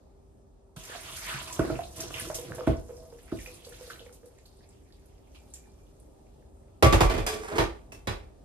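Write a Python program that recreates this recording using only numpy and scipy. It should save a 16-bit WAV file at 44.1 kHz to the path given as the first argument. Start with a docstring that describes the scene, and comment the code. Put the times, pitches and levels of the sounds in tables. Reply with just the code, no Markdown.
"""Hot water and noodles pour through a plastic colander into a steel sink: noise bands hiss, tiny
ringing bubbles fizz, glugs are swelling tones, splats are noise bursts and water drums on bowl modes.
The hot steel buckles with dull booms, made of struck modes and dying noise. Then the empty pot is set
down on the drainer, rocks and is nudged: knocks, tinks and a sliding grind. Rumble and a low hum fill
the small kitchen, whose echoes are feedback delays."""
import sys
import numpy as np
from scipy import signal
from scipy.fft import rfft, irfft, next_fast_len
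from scipy.io import wavfile

SR = 44100
rng = np.random.default_rng(int(sys.argv[2]) if len(sys.argv) > 2 else 0)


def digitize_waveform(pressure):
    """Quantize a signal to 16-bit integers and store it at the path in sys.argv[1].

    Rows of a 2-D input are taken as channels; values are limited to [-1, 1].
    """
    field = np.atleast_2d(pressure).T
    bounded = np.clip(field, -1, 1)
    quanta = np.round(bounded * 32767).astype(np.int16)
    wavfile.write(sys.argv[1], SR, quanta)


N = 372204
POUR_START_S = 0.762

# Stream between splashes, levels relative: start_s, slosh_db (1-4 kHz), spray_db (4-13 kHz), drum_db
STREAM = [(.8, -58.5, -55, -55), (.95, -44, -54.5, -51), (1.16, -44, -49, -51), (1.32, -33.5, -46, -49.5),
          (1.45, -46, -55, -47.5), (1.7, -46, -57, -38), (1.9, -63, -59.5, -55), (2.01, -43, -48.5, -37),
          (2.09, -51, -55.5, -46), (2.2, -42.5, -45, -41.5), (2.33, -54, -52, -42),
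          (2.52, -55, -60.5, -42.5), (2.74, -55.5, -66.5, -46), (2.9, -84, -65, -50.5),
          (3.3, -63, -69, -59.5), (3.42, -56, -53, -55), (3.62, -61, -66.5, -56.5), (3.86, -52, -57, -53),
          (4.2, -76, -74, -67), (4.65, -71.5, -76.5, -78), (5.25, -77, -79.5, -100),
          (5.45, -69, -72.5, -110), (6.7, -89.5, -85.5, -120)]
# Splashes, levels relative: start_s, splat_db, centre_hz, wash_db (the hiss after it)
SPLASHES = [(.764, -43, 1370, -50), (.834, -47, 7400, -48), (1.1243, -37, 3400, -59),
            (1.165, -37, 8300, -41.5), (1.294, -31, 2640, -51), (1.426, -36, 9200, -48),
            (1.474, -32, 2650, -41.5), (1.526, -26.5, 7060, -43.5), (1.594, -18, 1270, -43),
            (1.7006, -27.5, 1290, -50), (1.835, -35.5, 3700, -64), (1.96, -38, 10500, -47),
            (2.003, -23.5, 5870, -42.5), (2.105, -33.5, 1260, -53), (2.141, -23, 2750, -52),
            (2.25, -37, 1310, -46), (2.3437, -29, 6200, -35), (2.548, -39.5, 10100, -51),
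            (2.669, -28, 1380, -41.5), (3.185, -60, 1790, -56.5), (3.28, -47.5, 1510, -64),
            (3.317, -40, 1310, -55), (3.388, -38.5, 2150, -54), (3.46, -34, 2300, -50.5),
            (3.5395, -41.5, 9200, -57), (3.648, -38, 4070, -52.5), (3.692, -43, 10100, -66),
            (3.722, -43, 1590, -50.5), (3.9006, -30.5, 1370, -43), (3.9935, -39, 3100, -73),
            (4.1247, -49, 9000, -55.5), (4.257, -52, 10000, -63), (4.384, -56, 2270, -74),
            (4.456, -46, 4100, -65), (4.69, -51, 7800, -75), (4.72, -62, 2400, -68),
            (4.924, -51.5, 4230, -74), (5.057, -55, 10200, -74), (5.347, -49, 2600, -56),
            (5.538, -32, 7000, -52.5), (5.999, -51, 9100, -86)]
# Ringing modes of the pot: pitch_hz, level_db (relative), t60_s
POT_MODES = [(238.5, -3, 0.17), (335, -4.5, 0.21), (430, -13.5, 0.53), (549, -9.5, 0.25), (642, 1.5, 0.081),
             (760, -12, 0.051), (1015, -10, 0.11), (1150, -11, 0.33), (1362, -8, 0.27), (1650, -25, .2),
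             (2045, -8, 0.19), (2200, -25, 0.27), (2370, -5, 0.2), (2650, -21, 0.058), (3400, -14, 0.12),
             (3915, -16, 0.15), (4945, -24, 0.14), (5480, -23, 0.087)]


def from_db(db):
    """Decibels to gain."""
    return 10 ** (np.asarray(db) / 20)


def rms_one(x):
    """Scales to rms 1."""
    return x / np.sqrt(np.mean(x ** 2) + 1e-20)


def in_time(rows):
    """Turns the columns after the time column into curves, one value a sample."""
    s, *columns = np.transpose(rows)
    return [np.interp(np.arange(N) / SR, s, column) for column in columns]


def at_hz(points, hz):
    """Reads a curve over frequency on a log axis."""
    points = np.array(points)
    return np.interp(np.log(hz), np.log(points[:, 0]), points[:, 1])


def drift(rate_hz):
    """Slow random wander of spread 1: noise through two equal one-poles, made at SR / 40."""
    r = np.exp(-80 * np.pi * rate_hz / SR)
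    white = rng.standard_normal(N // 40 + 2002)
    slow = signal.lfilter([1], [1, -2 * r, r * r], white)[2000:]   # the filter's start is dropped
    return np.interp(np.arange(N) / 40, np.arange(len(slow)), rms_one(slow))


def clicks(times, gains):
    """A click train over a negligible floor."""
    out = np.full(N, 1e-18)
    np.add.at(out, (np.asarray(times) * SR).astype(int), gains)
    return out


def ring(x, hz, t60):
    """Two-pole resonator: a unit click sets a sine of height 1 ringing and dying."""
    r, w = from_db(-60 / (t60 * SR)), 2 * np.pi * hz / SR
    return signal.lfilter([0, np.sin(w)], [1, -2 * r * np.cos(w), r * r], x)


def fade(x, t60):
    """Each unit click becomes a one-pole decay of height 1."""
    return signal.lfilter([1], [1, -from_db(-60 / (t60 * SR))], x)


def bands(left_lag):
    """Half-octave bands of even-density stereo noise, left later by left_lag samples: (centre Hz, noise)."""
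    # Likeness of left and right: pitch_hz, likeness (0-1)
    likeness = [(30, 1), (125, 0.84), (300, 0.24), (700, 0.09), (4000, 0.06), (8000, 0.54), (14000, 0.33)]
    edges = 28 * 2 ** np.arange(0, 9.3, .5)
    white, out = rng.standard_normal((2, 2, N)), []
    for k, (low, high) in enumerate(zip(edges, edges[1:])):
        centre_hz = np.sqrt(low * high)
        sos = signal.butter(2, [low, high], "band", fs=SR, output="sos")
        mid, side = signal.sosfilt(sos, white[k % 2])
        alike = np.clip(at_hz(likeness, centre_hz), 0, 1)
        left, right = np.sqrt(1 + alike) * mid + np.sqrt(1 - alike) * side * [[1], [-1]]
        out.append((centre_hz, np.array([np.roll(left, left_lag), right])))
    return out


def patchy(bank, spectrum, patchy_db, rate_hz):
    """Coloured noise whose bands swell slightly together and mostly alone; rms 1."""
    together, out = drift(rate_hz), 0
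    for hz, noise in bank:
        if spectrum[0][0] < hz < spectrum[-1][0]:
            swell_db = patchy_db * (0.13 * together + drift(rate_hz))
            out = out + from_db(at_hz(spectrum, hz) + swell_db) * noise
    return rms_one(out)


def nearness(hz, favoured_hz, slope_db):
    """Change by distance from the favoured mode, dB an octave: weaker for a positive slope, else stronger."""
    return -slope_db * np.abs(np.log2(hz / favoured_hz))


def struck(times, levels_db, modes, spread_db, favoured_hz, slope_db):
    """Every blow strikes each mode with a strength, sign and slight delay of its own."""
    chance = rng.normal(0, 1, (len(times), len(modes), 3))
    out = 0
    for k, (hz, db, t60) in enumerate(modes):
        strength, sign, delay = chance[:, k].T
        blow_db = levels_db + db + spread_db * strength + nearness(hz, favoured_hz, slope_db)
        blows = clicks(times + .004 * np.abs(delay), np.sign(sign) * from_db(blow_db))
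        out = out + ring(blows, hz, t60)
    return out


def dying(bank, times, level_db, spectrum, stretch):
    """Countless sheet-metal modes act as noise dying by band; low bands swell up more slowly."""
    # Sheet-metal decay ahead of the stretch factor: pitch_hz, t60_s
    decay = [(40, 0.66), (150, 0.25), (500, 0.33), (2000, 0.35), (6000, 0.29), (13000, 0.25)]
    out = 0
    for hz, noise in bank:
        hits = clicks(times, from_db(level_db(hz) + at_hz(spectrum, hz)))
        envelope = fade(hits, stretch * at_hz(decay, hz))
        swell = np.exp(-hz * 5.9 / SR)
        out = out + noise * signal.lfilter([1 - swell], [1, -swell], envelope)
    return out


def pour():
    """Stream levels over time; every splash adds a wash that rises fast and dies away."""
    rise_s, wash_t60_s = 0.0027, 0.22
    spill_db = -10.5   # a low splash also stirs the spray, a high one the slosh
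    slosh_db, spray_db, drum_db = in_time(STREAM)
    s, _, hz, wash_db = np.transpose(SPLASHES)
    rise = np.exp(-1 / (rise_s * SR))
    low = hz < 4000

    def wash(own):
        starts = clicks(s, from_db(wash_db + spill_db * ~own))
        return signal.lfilter([1 - rise], [1, -rise], fade(starts, wash_t60_s))

    slosh = np.hypot(from_db(slosh_db), wash(low))
    spray = np.hypot(from_db(spray_db), wash(~low))
    return slosh, spray, drum_db, spray_db


def hiss(bank, slosh, spray):
    """Turbulent water as patchy noise: a slowly swelling slosh under a quicker, finer spray."""
    # Colours of slosh and of spray: pitch_hz, density_db (relative, per Hz)
    slosh_colour = [(290, -49), (500, -22), (662, 0), (824, -20), (983, 1), (1110, -5), (1900, -1),
                    (3320, -3), (5500, -9), (7800, -64), (13200, -120)]
    spray_colour = [(1760, -52), (3000, -11.5), (3250, -11), (4200, -11), (6130, -0.5), (6870, -1),
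                    (12500, -6.5), (15000, -28)]
    low = slosh * patchy(bank, slosh_colour, patchy_db=5.0, rate_hz=9.2)
    high = spray * from_db(4.5) * patchy(bank, spray_colour, patchy_db=2.0, rate_hz=48)
    return low + high


def bubbles(per_s, low_hz, high_hz, cycles, uneven_db):
    """Random small bubbles, each dying by 60 dB within a number of cycles; rms 1."""
    sizes = from_db(uneven_db * np.minimum(rng.exponential(1, N), 5)) * rng.choice([-1, 1], N)
    born, dealt = rng.random(N) < per_s / SR, rng.integers(0, 14, N)
    out = 0
    for k, hz in enumerate(np.geomspace(low_hz, high_hz, 14)):
        out = out + ring(sizes * born * (dealt == k) + 1e-18, hz, cycles / hz)
    return rms_one(out)


def fizz(slosh, spray):
    """Larger bubbles ring with the slosh, tiny ones with the spray."""
    low = slosh * from_db(-9) * bubbles(800, 1240, 4100, cycles=9.3, uneven_db=4.0)
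    return low + spray * from_db(-1) * bubbles(1900, 6000, 13000, cycles=12.0, uneven_db=6.0)


def gurgle(drum_db):
    """Sparse, deeper bubbles that follow the drumming."""
    return from_db(drum_db - 8.5) * bubbles(70, 344, 1780, cycles=13.0, uneven_db=6.0)


def drumming(drum_db):
    """Water beats unevenly on the bowl's modes, whose balance shifts once water stands in it."""
    # Standing water: start_s, fullness (0-1)
    filling = [(0, 0), (1.9, 0), (2.35, 0.95), (8.44, 0)]
    # Modes of the wet bowl: pitch_hz, level_db (relative), t60_s, full_change_db (once water stands in it)
    bowl = [(139, 0.5, 0.045, -1), (346, -2, 0.046, -1), (484, -11, 0.12, 7.5), (649, 1, 0.041, -8.5),
            (990, -12, 0.093, -5), (1280, -29, 0.045, -17)]
    full = in_time(filling)[0]
    beating = rng.standard_normal(N) * from_db(3.5 * drift(15.6))
    stream = sum(from_db(db + wet_db * full) * ring(beating, hz, t60) for hz, db, t60, wet_db in bowl)
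    return from_db(drum_db) * rms_one(stream)


def gushes():
    """Each glug swells in a few milliseconds, flutters, wobbles and creeps up in pitch, over a dull slap."""
    # Glugs as gushes land and air pockets close: start_s, level_db (relative), pitch_hz, t60_s
    glugs = [(.765, -31, 125, 0.056), (.949, -29.5, 685, 0.047), (1.27, -47, 990, .3),
             (1.343, -31.5, 134.4, 0.15), (1.38, -44, 990, .3), (1.5, -43.5, 990, 0.26),
             (1.641, -24, 332, 0.11), (1.675, -30, 280, .06), (1.71, -33, 650, 0.23),
             (1.789, -26.5, 674, 0.13), (1.978, -33, 121, 0.043), (2.038, -30, 342, .08),
             (2.105, -26, 322, 0.057), (2.219, -25, 142, 0.03), (2.3, -23.5, 633, 0.12),
             (2.384, -31, 490, 0.17), (2.502, -36, 490, 0.35), (2.583, -30, 627, 0.2),
             (2.59, -30.5, 490, 0.15), (2.735, -34, 650, 0.22), (2.892, -37.5, 484, 0.35),
             (2.977, -47, 640, 0.22), (3.025, -42, 484, 0.28), (3.05, -49, 650, 0.13),
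             (3.124, -40, 481, 0.23), (3.399, -45, 137, .14), (3.471, -39, 495, 0.14),
             (3.666, -42.5, 490, .18), (3.809, -36.5, 490, .1), (3.873, -43, 476, 0.18),
             (4.009, -43, 479.5, 0.31), (4.059, -45, 490, 0.28), (4.229, -43.5, 487, .19)]
    slap_db, slap_t60_s = -10, .06
    out, t = np.zeros(N), np.arange(SR // 3) / SR
    for (s, level_db, hz, t60), white in zip(glugs, rng.standard_normal((len(glugs), 2, len(t)))):
        wobble = rms_one(signal.lfilter([1], [1, -.995], white[0]))
        flutter_db = 4 * rms_one(signal.lfilter([1], [1, -.997], white[1]))
        pitch_hz = hz * (1 + 0.23 * t + 0.026 * wobble)
        tone = np.sin(2 * np.pi * np.cumsum(pitch_hz) / SR) * from_db(flutter_db)
        sos = signal.butter(2, [hz / 2, hz * 2], "band", fs=SR, output="sos")
        slap = from_db(slap_db - 60 * t / slap_t60_s) * rms_one(signal.sosfilt(sos, white[1]))
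        glug = (1 - np.exp(-t / 0.0026)) * from_db(-60 * t / t60) * tone
        out[int(s * SR):int(s * SR) + len(t)] += from_db(level_db + 2.0) * (glug + slap)
    return out


def drips(spray_db):
    """Small splats at random moments and pitches, their level following the spray."""
    per_s, over_spray_db, spread_db = 13, 17, 3.5
    span_s = STREAM[-1][0] - POUR_START_S
    chance = rng.random((int(per_s * span_s), 3))
    s = POUR_START_S + chance[:, 0] * span_s
    level_db = spray_db[(s * SR).astype(int)] + over_spray_db + spread_db * (2 * chance[:, 1] - 1)
    return list(zip(s, level_db, 1500 * 7 ** chance[:, 2]))


def splats(rows):
    """Each splat is a sharp first tick and a burst of noise around its own pitch."""
    burst_t60_s, tick_db, tick_t60_s = 0.056, -6.5, 0.0056
    out, length = np.zeros(N), SR // 8
    t = np.arange(length) / SR
    for (s, level_db, hz), white in zip(rows, rng.standard_normal((len(rows), length))):
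        narrow = signal.butter(2, [hz / 1.135, min(hz * 1.161, 16000)], "band", fs=SR, output="sos")
        burst = rms_one(signal.sosfilt(narrow, white)) * from_db(level_db - 3 - 60 * t / burst_t60_s)
        wide = signal.butter(1, [hz / 2.5, min(hz * 3, 16000)], "band", fs=SR, output="sos")
        tick = rms_one(signal.sosfilt(wide, white)) * from_db(level_db + tick_db - 60 * t / tick_t60_s)
        out[int(s * SR):int(s * SR) + length] += burst + tick
    return out


def buckles(bank):
    """The hot sheet snaps over: struck modes ring, one low mode swells up, a rumble dies away."""
    # Bowl buckling in the heat, levels relative: start_s, snap_db, thud_db (under 110 Hz)
    buckle_rows = [(1.591, -12.5, -40), (1.699, -17, -43), (2.672, -8, -29.5), (3.321, -26, -42)]
    # Modes of the buckling sheet: pitch_hz, level_db (relative), t60_s
    sheet_modes = [(134, -12.5, 0.21), (205, -18, 0.11), (323, 9, 0.044), (344.6, -13, 0.14),
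                   (490, -28, 0.43), (650, -1.5, 0.06), (780, -46, .1), (1069, -10, 0.033),
                   (1470, -27, 0.11), (1740, -29, 0.13)]
    # Colour of the rumble: pitch_hz, density_db (relative, per Hz)
    boom_colour = [(18, -36), (30, -3), (64, 6), (236, -10), (301, -8.5), (524, -9), (572, -16.5),
                   (639, -12.5), (932, -35), (6000, -81), (7800, -84), (13200, -120)]
    s, snap_db, thud_db = np.transpose(buckle_rows)
    snap = struck(s, snap_db - 6.0, sheet_modes, spread_db=-1.0, favoured_hz=310, slope_db=-1.5)
    kick = struck(s, snap_db - 17.5, [(313.5, 0, 0.014)], spread_db=-11.5, favoured_hz=315, slope_db=0)
    swelling = 0.1 * ring(kick, 337, 0.01)   # driven near its own pitch, the mode grows before it dies
    rumble_db = lambda hz: thud_db + 26.0 if hz < 110 else snap_db + 9.5
    rumble = dying(bank, s, rumble_db, boom_colour, stretch=0.93)
    dull = signal.butter(1, 1500, fs=SR, output="sos")
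    return rumble, swelling + signal.sosfilt(dull, snap)


def knocks(bank):
    """Rattling drainer, a crack at each contact, a thicket of sheet modes, worktop thud and pot modes."""
    # Pot on the drainer, levels relative: start_s, thud_db (under 150 Hz), body_db (to 1.5 kHz),
    # clatter_db (to 6 kHz), sizzle_db (above), ring_db (pot), favoured_hz
    contacts = [(6.825, -6.5, -5, -22, -26, -14, 549), (6.925, -11, -9, -26.5, -30.5, -22, 335),
                (7.006, -10.5, -10, -27, -30, -21.5, 760), (7.098, -42, -20.5, -35, -42.5, -29, 430),
                (7.139, -23, -25, -43, -50, -24.5, 335), (7.178, -24, -23.5, -41.5, -45, -28.5, 430),
                (7.265, -41, -25.5, -32.5, -29, -44, 1150), (7.329, -42, -34, -47.5, -56, -30.5, 430),
                (7.516, -30, -23.5, -49, -55, -31, 430), (7.582, -19.5, -10, -27, -34.5, -26, 335),
                (7.921, -56, -46.5, -55.5, -51, -52, 549), (8.072, -23.5, -19.5, -34, -41.5, -36, 549)]
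    # The base touches again, softly; change of level: thud_db, body_db, clatter_db, sizzle_db, ring_db
    rebound_db = [-3.5, -24.5, -32.5, -31.5, -3.5]
    rebound_s = .023
    # Colour of the rattle: pitch_hz, density_db (relative, per Hz)
    rattle_colour = [(18, -31), (30, -2), (81, -5), (288, -27.5), (337, -11.5), (629, -23), (905, -23),
                     (1170, -26.5), (1520, -29), (1970, -28.5), (9390, -43), (13200, -45.5), (15000, -74)]
    # Modes of the worktop: pitch_hz, level_db (relative), t60_s
    worktop = [(45.5, -10, 0.28), (77.7, -1, 0.16), (119, 1, 0.075)]
    rebounds = np.add(contacts, [rebound_s, *rebound_db, 0])
    s, thud_db, body_db, clatter_db, sizzle_db, ring_db, favoured_hz = np.vstack([contacts, rebounds]).T

    def level_db(hz):
        if hz < 150:
            return thud_db + 11.0
        if hz < 1500:
            return body_db + 22.0
        return clatter_db + 38.5 if hz < 6000 else sizzle_db + 43.5

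    rattle = from_db(1.26 * drift(63)) * dying(bank, s, level_db, rattle_colour, stretch=0.93)
    soft_noise = signal.lfilter([.6], [1, -.4], rng.standard_normal(N))
    crack = soft_noise * fade(clicks(s, from_db(clatter_db + 5.0)), 0.014)
    pitches = np.geomspace(600, 7000, 60) * rng.uniform(0.96, 1.04, 60)
    sheet = [(hz, -4 * np.log2(hz / 600), .14) for hz in pitches]
    thicket = struck(s, clatter_db - 2.0, sheet, spread_db=5.0, favoured_hz=favoured_hz, slope_db=0.5)
    # the worktop answers about 10 ms late
    thud = struck(s + 0.01014, thud_db - 3.5, worktop, spread_db=2.5, favoured_hz=75.6, slope_db=-4.5)
    pot = struck(s, ring_db, POT_MODES, spread_db=2.5, favoured_hz=favoured_hz, slope_db=5.0)
    return rattle, pot + thicket + crack + thud


def tinks():
    """Single pot modes ring out clearly, each the mode nearest to the wanted pitch."""
    # Tinks: start_s, level_db (relative), pitch_hz
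    tink_rows = [(5.35, -54, 2370), (5.361, -55, 2650), (5.56, -59, 2370), (5.64, -59.5, 2370),
                 (5.79, -64, 2370), (6.827, -14.5, 1150), (6.828, -15, 549), (6.931, -24, 1150),
                 (6.938, -22, 335), (7.009, -16, 760), (7.009, -24, 1150), (7.267, -33, 1150),
                 (7.271, -31, 430), (7.267, -26, 4945), (7.272, -30, 3400), (7.587, -15, 335),
                 (7.92, -36.5, 2650), (7.921, -46.5, 5480), (8.073, -37, 2370)]
    out = 0
    for s, db, wanted_hz in tink_rows:
        hz, _, t60 = min(POT_MODES, key=lambda mode: abs(mode[0] - wanted_hz))
        out = out + ring(clicks([s], from_db(db)), hz, t60)
    return out


def slide():
    """Friction under the dragged base: a grind and a rasp, with one low mode humming from the same noise."""
    # Pot dragged, levels relative: start_s, hum_db (of its base), grind_db, rasp_db
    drag = [(7.3, -41, -53, -30.5), (7.394, -43, -45.5, -45.5), (7.424, -36, -38.5, -42),
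            (7.476, -49, -37.5, -42.5), (7.538, -35, -33.5, -45), (7.576, -29, -28, -33),
            (7.58, -43, -32, -23)]
    hum_db, grind_db, rasp_db = in_time(drag)
    t = np.arange(N) / SR
    moving = np.clip(np.minimum(t - drag[0][0], drag[-1][0] - t) / 0.0067, 0, 1)   # short fades at both ends
    friction = rng.standard_normal(N) * from_db(3 * drift(60))

    def band(low, high):
        sos = signal.butter(2, [low, high], "band", fs=SR, output="sos")
        return rms_one(signal.sosfilt(sos, friction))

    hum = from_db(hum_db + 1.5) * rms_one(ring(friction, 430.3, 0.13))
    grind = from_db(grind_db - 2.0) * band(290, 1830)
    rasp = from_db(rasp_db - 4.5) * band(820, 8700)
    return moving * (hum + grind + rasp)


def placed(x, left_db, left_lag):
    """A source right of centre: later on the left by left_lag samples and, above the bass, quieter there."""
    centred_hz = 109   # bass below this is about as strong on both sides
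    bass = signal.sosfilt(signal.butter(1, centred_hz, fs=SR, output="sos"), x)
    return np.array([np.roll(bass + from_db(left_db) * (x - bass), left_lag), x])


def kitchen(x):
    """Room echoes: eight feedback delays a side, duller on every round."""
    t60_s, wall_cut_hz = 0.29, 14200
    size = next_fast_len(N + SR)
    z = np.exp(-2j * np.pi * np.arange(size // 2 + 1) / size)   # a delay of one sample
    dull = np.exp(-2 * np.pi * wall_cut_hz / SR)
    sides = np.zeros((2, len(z)), complex)
    for k, lag in enumerate((rng.uniform(0.01, 0.032, 16) * SR).astype(int)):
        loop = from_db(-60 * lag / SR / t60_s) * (1 - dull) / (1 - dull * z) * z ** lag
        sides[k % 2] += loop / (1 - loop) * (-1) ** (k // 2)
    return irfft(sides * rfft(x, size), size)[:, :N]


def room_tone(bank):
    """Appliance rumble as patchy noise, with two hum lines wavering in level."""
    # Colour of the rumble: pitch_hz, density_db (relative, per Hz)
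    tone_colour = [(15, -34), (25, -2.5), (54, 0.5), (154, -14.5), (309, -11.5), (354, -20), (394, -13.5),
                   (488, -16.5), (655, -16.5), (1760, -45.5), (2300, -43), (9270, -43.5), (15000, -55)]
    # Rumble over time: start_s, level_db
    tone_level = [(0, -52.5), (.75, -55), (1.5, -47), (3.2, -50.5), (4.3, -52.5), (6.8, -50.5), (8.44, -49)]
    # Hum lines: pitch_hz, level_db (rms ahead of the waver)
    hum_lines = [(49, -88), (392, -66.5)]
    t, waver_db, hum = np.arange(N) / SR, 2.5, 0
    for hz, db in hum_lines:
        hum = hum + np.sqrt(2) * from_db(db + waver_db * drift(11.0)) * np.sin(2 * np.pi * hz * t)
    rumble = from_db(in_time(tone_level)[0]) * patchy(bank, tone_colour, patchy_db=1.4, rate_hz=4.5)
    return rumble + hum


def scene():
    """Mixes water and sink, pot, kitchen echoes and room tone."""
    slosh, spray, drum_db, spray_db = pour()
    wet = np.arange(N) >= POUR_START_S * SR   # the stream is silent before the pour
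    water, metal = bands(left_lag=4), bands(left_lag=10)
    boom, snap = buckles(water)
    drops = splats([row[:3] for row in SPLASHES] + drips(spray_db))
    stream = wet * (fizz(slosh, spray) + gurgle(drum_db) + drumming(drum_db))
    sink = stream + gushes() + drops + snap
    rattle, pot = knocks(metal)
    pot = pot + tinks() + slide()
    direct = placed(sink, left_db=-4.0, left_lag=4) + placed(pot, left_db=-5.5, left_lag=10)
    wide = (wet * hiss(water, slosh, spray) + boom + rattle) * from_db([[-1.1], [.9]])   # leans right
    # little bass goes to the echoes, so it stays alike on both sides
    thin = signal.sosfilt(signal.butter(2, 160, "high", fs=SR, output="sos"), sink + pot)
    return direct + wide + from_db(-12.5) * kitchen(thin) + room_tone(metal)


def record(dry):
    """Deep bass is cut, peaks are rounded, treble rolls off, the top is cut."""
    dry = signal.sosfilt(signal.butter(6, 38, "high", fs=SR, output="sos"), dry)
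    rounded = 1.104 * np.tanh(dry / 1.502)
    soft = signal.sosfilt(signal.butter(10, 13600, fs=SR, output="sos"), rounded)
    return signal.sosfilt(signal.cheby2(12, 70, 15800, fs=SR, output="sos"), soft)


dry = scene()
out = record(dry)
digitize_waveform(out)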